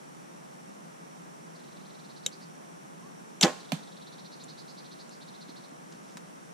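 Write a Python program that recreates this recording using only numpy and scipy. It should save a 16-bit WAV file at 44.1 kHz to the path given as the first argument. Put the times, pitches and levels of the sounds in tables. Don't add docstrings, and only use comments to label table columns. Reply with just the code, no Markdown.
import sys
import numpy as np
from scipy import signal
from scipy.fft import rfft, irfft, next_fast_len
from scipy.io import wavfile
from scipy.ndimage import uniform_filter1d

SR = 44100
rng = np.random.default_rng(int(sys.argv[2]) if len(sys.argv) > 2 else 0)


def pcm_store(signal):
    levels = np.round(np.clip(np.atleast_2d(signal), -1, 1) * 32767)
    wavfile.write(sys.argv[1], SR, levels.astype(np.int16).T)


N = 287973
TIME = np.arange(N) / SR

# (frequency [Hz], level [dB])
AIR_MID_SPECTRUM = [(30, -13.5), (100, -11), (135, -1.5), (165, -0.5), (230, -5.5), (330, -10), (480, -14),
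                    (1100, -18.5), (2000, -23.5), (4700, -32), (7000, -29.5), (10000, -32.5), (15000, -48)]
AIR_SIDE_SPECTRUM = [(30, -9), (100, -8), (135, 0.5), (170, 1.5), (300, -2), (500, -4.5), (900, -5),
                     (1500, -12.5), (2500, -22), (4500, -32.5), (7000, -25.5), (10000, -29), (15000, -44.5)]
# (frequency [Hz], bandwidth [Hz], level [dB])
HISS_RESONANCES = [(5726, 240, -72.5), (8710, 210, -80.5)]
# (time [s], pace [notes/s])
FIRST_BOUT_PACE = [(1.561, 24.6), (1.97, 21.4), (2.186, 13.5), (2.46, 9.2)]
SECOND_BOUT_PACE = [(3.608, 22.3), (3.917, 21.7), (4.33, 12.9), (4.69, 9.2), (4.879, 16.0), (5.109, 6.13),
                    (5.264, 16.5), (5.484, 12.7), (5.68, 14.4)]
# (time [s], level [dB], brightness [dB/octave])
RELEASE_CONTACTS = [(2.2626, -2, 2), (2.26392, -3, -2), (3.4108, -2, -1), (3.412, -0.5, 2),
                    (4.438, -29, 12), (4.443, -30.5, 15), (5.093, -32.5, 12)]
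# (frequency [Hz], level [dB], decay time t60 [s])
RELEASE_AID_MODES = [(513, -40, 0.034), (2330, -60, 0.017), (2810, -45, 0.021), (3120, -37.5, 0.046),
                     (3800, -19.5, 0.014), (5900, -24.5, 0.017), (6830, -26.5, 0.018), (7170, -28, 0.022),
                     (7450, -22.5, 0.012), (9440, -40, 0.024)]
# (time [s], frequency [Hz])
SHAFT_WHINE = [(3.4275, 3000), (3.4305, 3800), (3.4338, 5400), (3.4383, 3200)]
# (time [s], level [dB])
STRING_SLAMS = [(3.4313, 0.5), (3.4367, -2), (3.4412, -11), (3.4455, -6.5), (3.4497, -12)]
# (frequency [Hz], level [dB], decay time t60 [s])
LIMB_AND_CABLE_MODES = [(252.6, -26, 0.2), (358, -26.5, 0.17), (392, -27.5, 0.18), (499, -25.5, 0.18),
                        (523, -30.5, 0.21), (600.5, -28, 0.25), (640, -35, 0.22), (752, -24.5, 0.19),
                        (791, -30.5, 0.28), (818, -30.5, 0.21), (1070, -33.5, 0.33), (1255, -41, .2),
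                        (1470, -35, 0.26), (1697, -28, 0.15), (1870, -32, 0.18), (1950, -31, .15),
                        (2640, -35, .14), (3350, -30, 0.075), (3500, -33, 0.09), (4025, -39, .1),
                        (5960, -36, .12), (6600, -35, .11)]
# (time [s], level [dB])
ARROW_IMPACTS = [(3.7198, 5), (3.7224, -14.5)]
# (frequency [Hz], level [dB], decay time t60 [s])
FACE_MODES = [(496, -33, 0.04), (665, -17, .025), (767, -16, 0.033), (990, -27, 0.02), (2470, -26, 0.043),
              (3080, -29, .035), (4400, -22, 0.025)]
# (time [s], frequency [Hz], level [dB])
SOFT_BUMPS = [(5.487, 282, -40), (5.718, 272, -39.5), (5.945, 195, -42), (6.151, 171, -41.5)]
# (time [s], level [dB])
TAPS_AT_POUCH = [(6.1703, -38.5), (6.176, -60)]
# (frequency [Hz], level [dB])
TICK_SPECTRUM = [(300, -17), (1600, -21), (3000, -2.5), (3700, -3), (4800, -19), (6000, -2.5), (7500, 2.5),
                 (8500, -16), (10000, -10), (15000, -29)]
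CRACK_SPECTRUM = [(150, -29), (700, -3), (1500, -5.5), (2600, -3), (3700, -1.5), (5200, -1), (7300, -2.5),
                  (8500, -15.5), (10000, -17), (15000, -34)]
RATTLE_SPECTRUM = [(130, -13), (300, 0.5), (800, 3), (1250, -3.5), (2500, -8.5), (4000, -14), (5200, -20),
                   (7000, -12.5), (8500, -26), (15000, -39)]
SMACK_SPECTRUM = [(200, -3), (900, 3), (1500, -3.5), (4300, -2), (5300, -11), (6500, -6.5), (9000, -11),
                  (15000, -24)]
ECHO_SPECTRUM = [(120, -14.5), (200, 1), (700, 7), (1200, 3), (2500, -3), (4000, -1), (7000, -5),
                 (9000, -11.5), (15000, -31)]
TAP_SPECTRUM = [(200, -5), (600, -5), (1050, 3.5), (2000, -5.5), (3000, -7.5), (3800, -3), (4500, -9),
                (6500, -5), (15000, -26)]

EASY_NOTES_PER_S, EASY_NOTE_S = 10.8, .056
NOTE_LOWER_OCT, NOTE_SHORTER_OCT = .18, .7
HURRIED_WEAKER_DB, DRAWN_WEAKER_DB = 7, 10
OPENING_OCT, OPENING_DB = .16, 3
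TIRING_DB_PER_S = 1.1
NOTE_SPREAD_DB, NOTE_PITCH_SPREAD = 0.83, 0.01195
CALL_START_S, CALL_ATTACK_S, CALL_LENGTH_S = 3.02, .016, .15
CALL_HZ, CALL_RISE_HZ_PER_S = 1010, 2800
CALL_DB, CALL_FADE_DB_PER_S = -55, 165
ARROW_ATTACK_S, ARROW_RELEASE_S = .0008, .0009
ARROW_SLIDE_DB, ARROW_FADE_DB_PER_S = -14, 900
ARROW_JOLT_DB, ARROW_JOLT_T60_S = -8.5, 0.01
LOW_CUT_HZ, BASS_LEAK_DB, CUTOFF_HZ = 152.7, -19.5, 15500


def from_db(db):
    return 10 ** (np.asarray(db) / 20)


def rms_one(x):
    return x / np.sqrt(np.mean(x ** 2) + 1e-20)


def pan(left_db):
    return from_db([[left_db / 2], [-left_db / 2]])


def noise(spectrum):
    hz, level_db = np.transpose(spectrum)
    size = next_fast_len(N)
    bins_hz = np.arange(size // 2 + 1) * SR / size
    gain = from_db(np.interp(np.log(bins_hz + 1), np.log(hz), level_db))
    white = rng.standard_normal(size)
    return rms_one(irfft(rfft(white) * gain, size)[:N])


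def wide_noise(spectrum, side_db):
    middle = noise(spectrum)
    side = noise(spectrum) * [[1], [-1]]
    return rms_one(middle + from_db(side_db) * side)


def ring(drive, hz, t60):
    radius = from_db(-60 / (t60 * SR))
    angle = 2 * np.pi * hz / SR
    return signal.lfilter([0, np.sin(angle)], [1, -2 * radius * np.cos(angle), radius ** 2], drive + 1e-18)


def clicks(hits):
    out = np.zeros(N)
    for s, db in hits:
        out[round(s * SR)] += from_db(db)
    return out


def fading(hits, rise, t60):
    out = np.zeros(N)
    for s, db in hits:
        start = round(s * SR)
        age = TIME[:min(SR, N - start)]
        out[start:start + len(age)] += from_db(db - 60 * age / t60) * (1 - np.exp(-age / rise))
    return out


def thump(s, hz, swell):
    age = np.clip((TIME - s) / swell, 0, 20)
    envelope = (age * np.exp(1 - age)) ** 2
    return envelope * np.sin(2 * np.pi * hz * swell * age)


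def gate(start, end, attack, release):
    return np.clip(np.minimum((TIME - start) / attack, (end - TIME) / release), 0, 1)


def sliding_tone(hz):
    return np.sqrt(2) * np.sin(2 * np.pi * np.cumsum(hz) / SR)


def clatter(spread_db, grain):
    knots = np.arange(0, TIME[-1] + grain, grain)
    strengths = np.clip(rng.standard_normal(len(knots)), -2, 2)
    return rms_one(from_db(spread_db * np.interp(TIME, knots, strengths)))


def scattered(x, t60):
    age = TIME[:SR // 2]
    envelope = from_db(-60 * age / t60) * (1 - np.exp(-age / 0.0037))
    response = rng.standard_normal((2, len(age))) * envelope
    response /= np.sqrt(np.sum(response ** 2, axis=1, keepdims=True))
    return signal.fftconvolve(x[None], response, axes=1)[:, :N]


def background():
    rumble = from_db(-51.5) * noise(AIR_MID_SPECTRUM)
    width = from_db(-48.5) * noise(AIR_SIDE_SPECTRUM) * [[1], [-1]]
    hiss = 0
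    for hz, bandwidth, db in HISS_RESONANCES:
        t60 = np.log(1000) / (np.pi * bandwidth)
        hiss = hiss + from_db(db) * rms_one(ring(rng.standard_normal(N), hz, t60))
    return rumble + width + hiss * pan(left_db=-16.0)


def bout(pace, easy_hz, easy_db):
    s, per_s = np.transpose(pace)
    span = np.arange(s[0], s[-1], 1 / SR)
    sung = np.cumsum(np.interp(span, s, per_s)) / SR
    times = np.interp(np.arange(sung[-1]), sung, span)
    hurry = np.log2(np.interp(times, s, per_s) / EASY_NOTES_PER_S)
    opening = times == times[0]
    sharper, louder = rng.standard_normal((len(times), 2)).T
    hz = easy_hz * 2 ** (OPENING_OCT * opening - NOTE_LOWER_OCT * hurry) * (1 + NOTE_PITCH_SPREAD * sharper)
    strain_db = np.maximum(HURRIED_WEAKER_DB * hurry, -DRAWN_WEAKER_DB * hurry)
    tiring_db = TIRING_DB_PER_S * (times - s[0])
    db = easy_db + OPENING_DB * opening - strain_db - tiring_db + NOTE_SPREAD_DB * louder
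    length = EASY_NOTE_S * 2 ** (-NOTE_SHORTER_OCT * hurry)
    return list(zip(times, hz, db, length))


def bird(buzz_ratio=0.1, arch=0.25, side_tone_db=-4, rough=0.31, waver=0.015):
    out = np.zeros(N)
    notes = bout(FIRST_BOUT_PACE, easy_hz=4660, easy_db=-53.5)
    notes += bout(SECOND_BOUT_PACE, easy_hz=4460, easy_db=-49.5)
    for s, hz, db, length in notes:
        place = np.linspace(-1, 1, int(length * SR))
        bend, crest, upper = rng.normal([1, .12, 1], [.12, .05, .2])
        jitter = rms_one(uniform_filter1d(rng.standard_normal(SR // 8), 80))[:len(place)]
        pitch = hz * (1 - arch * bend * (place - crest) ** 2 + waver * jitter)
        phase = 2 * np.pi * np.cumsum(pitch) / SR
        flutter = buzz_ratio * phase + rough * jitter
        first_pair = upper * np.sin(phase + flutter) + np.sin(phase - flutter)
        tones = np.sin(phase) + from_db(side_tone_db) * first_pair
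        tones += from_db(-14) * np.sin(phase - 2 * flutter)
        tones += from_db(-9) * (np.sin(phase + 2 * flutter) + np.sin(phase + 4 * flutter))
        start = round((s - length / 2) * SR)
        out[start:start + len(place)] += from_db(db) * tones * (1 - place ** 2) ** 1.56
    return (from_db(-1.5) * out + from_db(-6.5) * scattered(out, t60=0.32)) * pan(left_db=-3.5)


def release_aid():
    metal = 0
    for hz, db, t60 in RELEASE_AID_MODES:
        octaves = np.log2(hz / 5000)
        strikes = clicks([(s, level + bright * octaves) for s, level, bright in RELEASE_CONTACTS])
        metal = from_db(db) * ring(strikes, hz, t60) - metal
    contacts = [row[:2] for row in RELEASE_CONTACTS]
    grit = from_db(-22.0) * fading(contacts, rise=0.00031, t60=0.016) * wide_noise(TICK_SPECTRUM, side_db=-5)
    scatter = from_db(-39.0) * fading(contacts, rise=0.0022, t60=0.088) * wide_noise(TICK_SPECTRUM, side_db=1)
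    return (metal + grit + scatter) * pan(left_db=1.0)


def far_call():
    age = np.clip(TIME - CALL_START_S, 0, CALL_LENGTH_S)
    opening = gate(CALL_START_S, CALL_START_S + CALL_LENGTH_S, CALL_ATTACK_S, CALL_ATTACK_S)
    level = from_db(CALL_DB - CALL_FADE_DB_PER_S * age) * opening
    call = level * sliding_tone(CALL_HZ + CALL_RISE_HZ_PER_S * age)
    return call + from_db(-6) * scattered(call, t60=0.43)


def arrow_launch():
    s, hz = np.transpose(SHAFT_WHINE)
    whine = sliding_tone(np.interp(TIME, s, hz))
    slide = from_db(ARROW_SLIDE_DB - ARROW_FADE_DB_PER_S * np.clip(TIME - s[0], 0, s[-1] - s[0]))
    jolts = from_db(ARROW_JOLT_DB) * fading(STRING_SLAMS, rise=.0003, t60=ARROW_JOLT_T60_S)
    level = (slide + jolts) * gate(s[0], s[-1], ARROW_ATTACK_S, ARROW_RELEASE_S)
    rub = from_db(-6) * wide_noise(CRACK_SPECTRUM, side_db=-11)
    cam_envelope = fading([(3.413, -1), (3.421, -1)], rise=0.0024, t60=0.13)
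    cams = from_db(-26) * cam_envelope * wide_noise(TICK_SPECTRUM, side_db=2.5)
    string_envelope = fading([(3.412, 0.003)], rise=0.0018, t60=0.17)
    string = from_db(-33.5) * string_envelope * wide_noise(RATTLE_SPECTRUM, side_db=-8)
    return (level * (from_db(-3.0) * whine + rub) + cams + string) * pan(left_db=0.5)


def bow():
    crack_envelope = fading(STRING_SLAMS, rise=0.00013, t60=0.013)
    crack = from_db(-12.5) * crack_envelope * wide_noise(CRACK_SPECTRUM, side_db=-9)
    limbs = from_db(-13.5) * thump(3.4288, hz=188, swell=0.0057)
    twang = from_db(-18.0) * thump(3.436, hz=339, swell=0.011)
    rebound = clicks(STRING_SLAMS[1:2])
    body = 0
    for k, (hz, db, t60) in enumerate(LIMB_AND_CABLE_MODES):
        sense = (-1) ** k
        side = pan(left_db=-6.5 if 450 < hz < 1300 else -.8)
        body = body + sense * from_db(db) * ring(rebound, hz, t60) * side
    rattle_envelope = fading(STRING_SLAMS, rise=0.0073, t60=0.18) * clatter(spread_db=3.5, grain=0.0016)
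    rattle = from_db(-27.5) * rattle_envelope * wide_noise(RATTLE_SPECTRUM, side_db=-5.5)
    return crack * pan(left_db=2.0) + (limbs + twang + rattle) * pan(left_db=-2) + body


def garden_echo():
    envelope = fading([(3.44, 6.5), (3.725, -5)], rise=0.015, t60=0.65)
    return from_db(-44) * envelope * wide_noise(ECHO_SPECTRUM, side_db=-1.5)


def target():
    smack_envelope = fading(ARROW_IMPACTS, rise=.0001, t60=0.012)
    smack = from_db(-25.5) * smack_envelope * wide_noise(SMACK_SPECTRUM, side_db=0.0)
    strikes = clicks(ARROW_IMPACTS[1:])
    face = sum(from_db(db) * ring(strikes, hz, t60) for hz, db, t60 in FACE_MODES)
    shaft_envelope = fading(ARROW_IMPACTS, rise=0.0036, t60=0.19)
    shaft = from_db(-43) * shaft_envelope * wide_noise(SMACK_SPECTRUM, side_db=0)
    boom = from_db(-20.5) * thump(3.7235, hz=164, swell=0.0059)
    boom += from_db(-28.5) * thump(3.7215, hz=260, swell=0.0069)
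    afterboom = from_db(-44) * thump(3.745, hz=216, swell=0.024)
    return (smack + face) * pan(left_db=-9.0) + shaft * pan(left_db=-5.5) + (boom + afterboom) * pan(left_db=-3.5)


def handling():
    bumps = sum(from_db(db) * thump(s, hz, swell=0.0037) for s, hz, db in SOFT_BUMPS)
    taps = fading(TAPS_AT_POUCH, rise=.0003, t60=0.04) * wide_noise(TAP_SPECTRUM, side_db=-6.5)
    strokes = fading([(5.91, 1), (6.03, -1), (6.085, 3.5)], rise=.012, t60=0.19)
    rustle = strokes * clatter(spread_db=5, grain=.003)
    cloth = from_db(-54.5) * rustle * wide_noise(CRACK_SPECTRUM, side_db=-11)
    return bumps + taps + cloth


def scene():
    shot = release_aid() + arrow_launch() + bow() + garden_echo() + target()
    return background() + bird() + far_call() + shot + handling()


def record(dry):
    high_pass = signal.butter(8, LOW_CUT_HZ, "high", fs=SR, output="sos")
    low_cut = signal.sosfilt(high_pass, dry)
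    low_pass = signal.ellip(10, .2, 80, CUTOFF_HZ, fs=SR, output="sos")
    return signal.sosfilt(low_pass, low_cut + from_db(BASS_LEAK_DB) * dry)


dry = scene()
out = record(dry)
pcm_store(out)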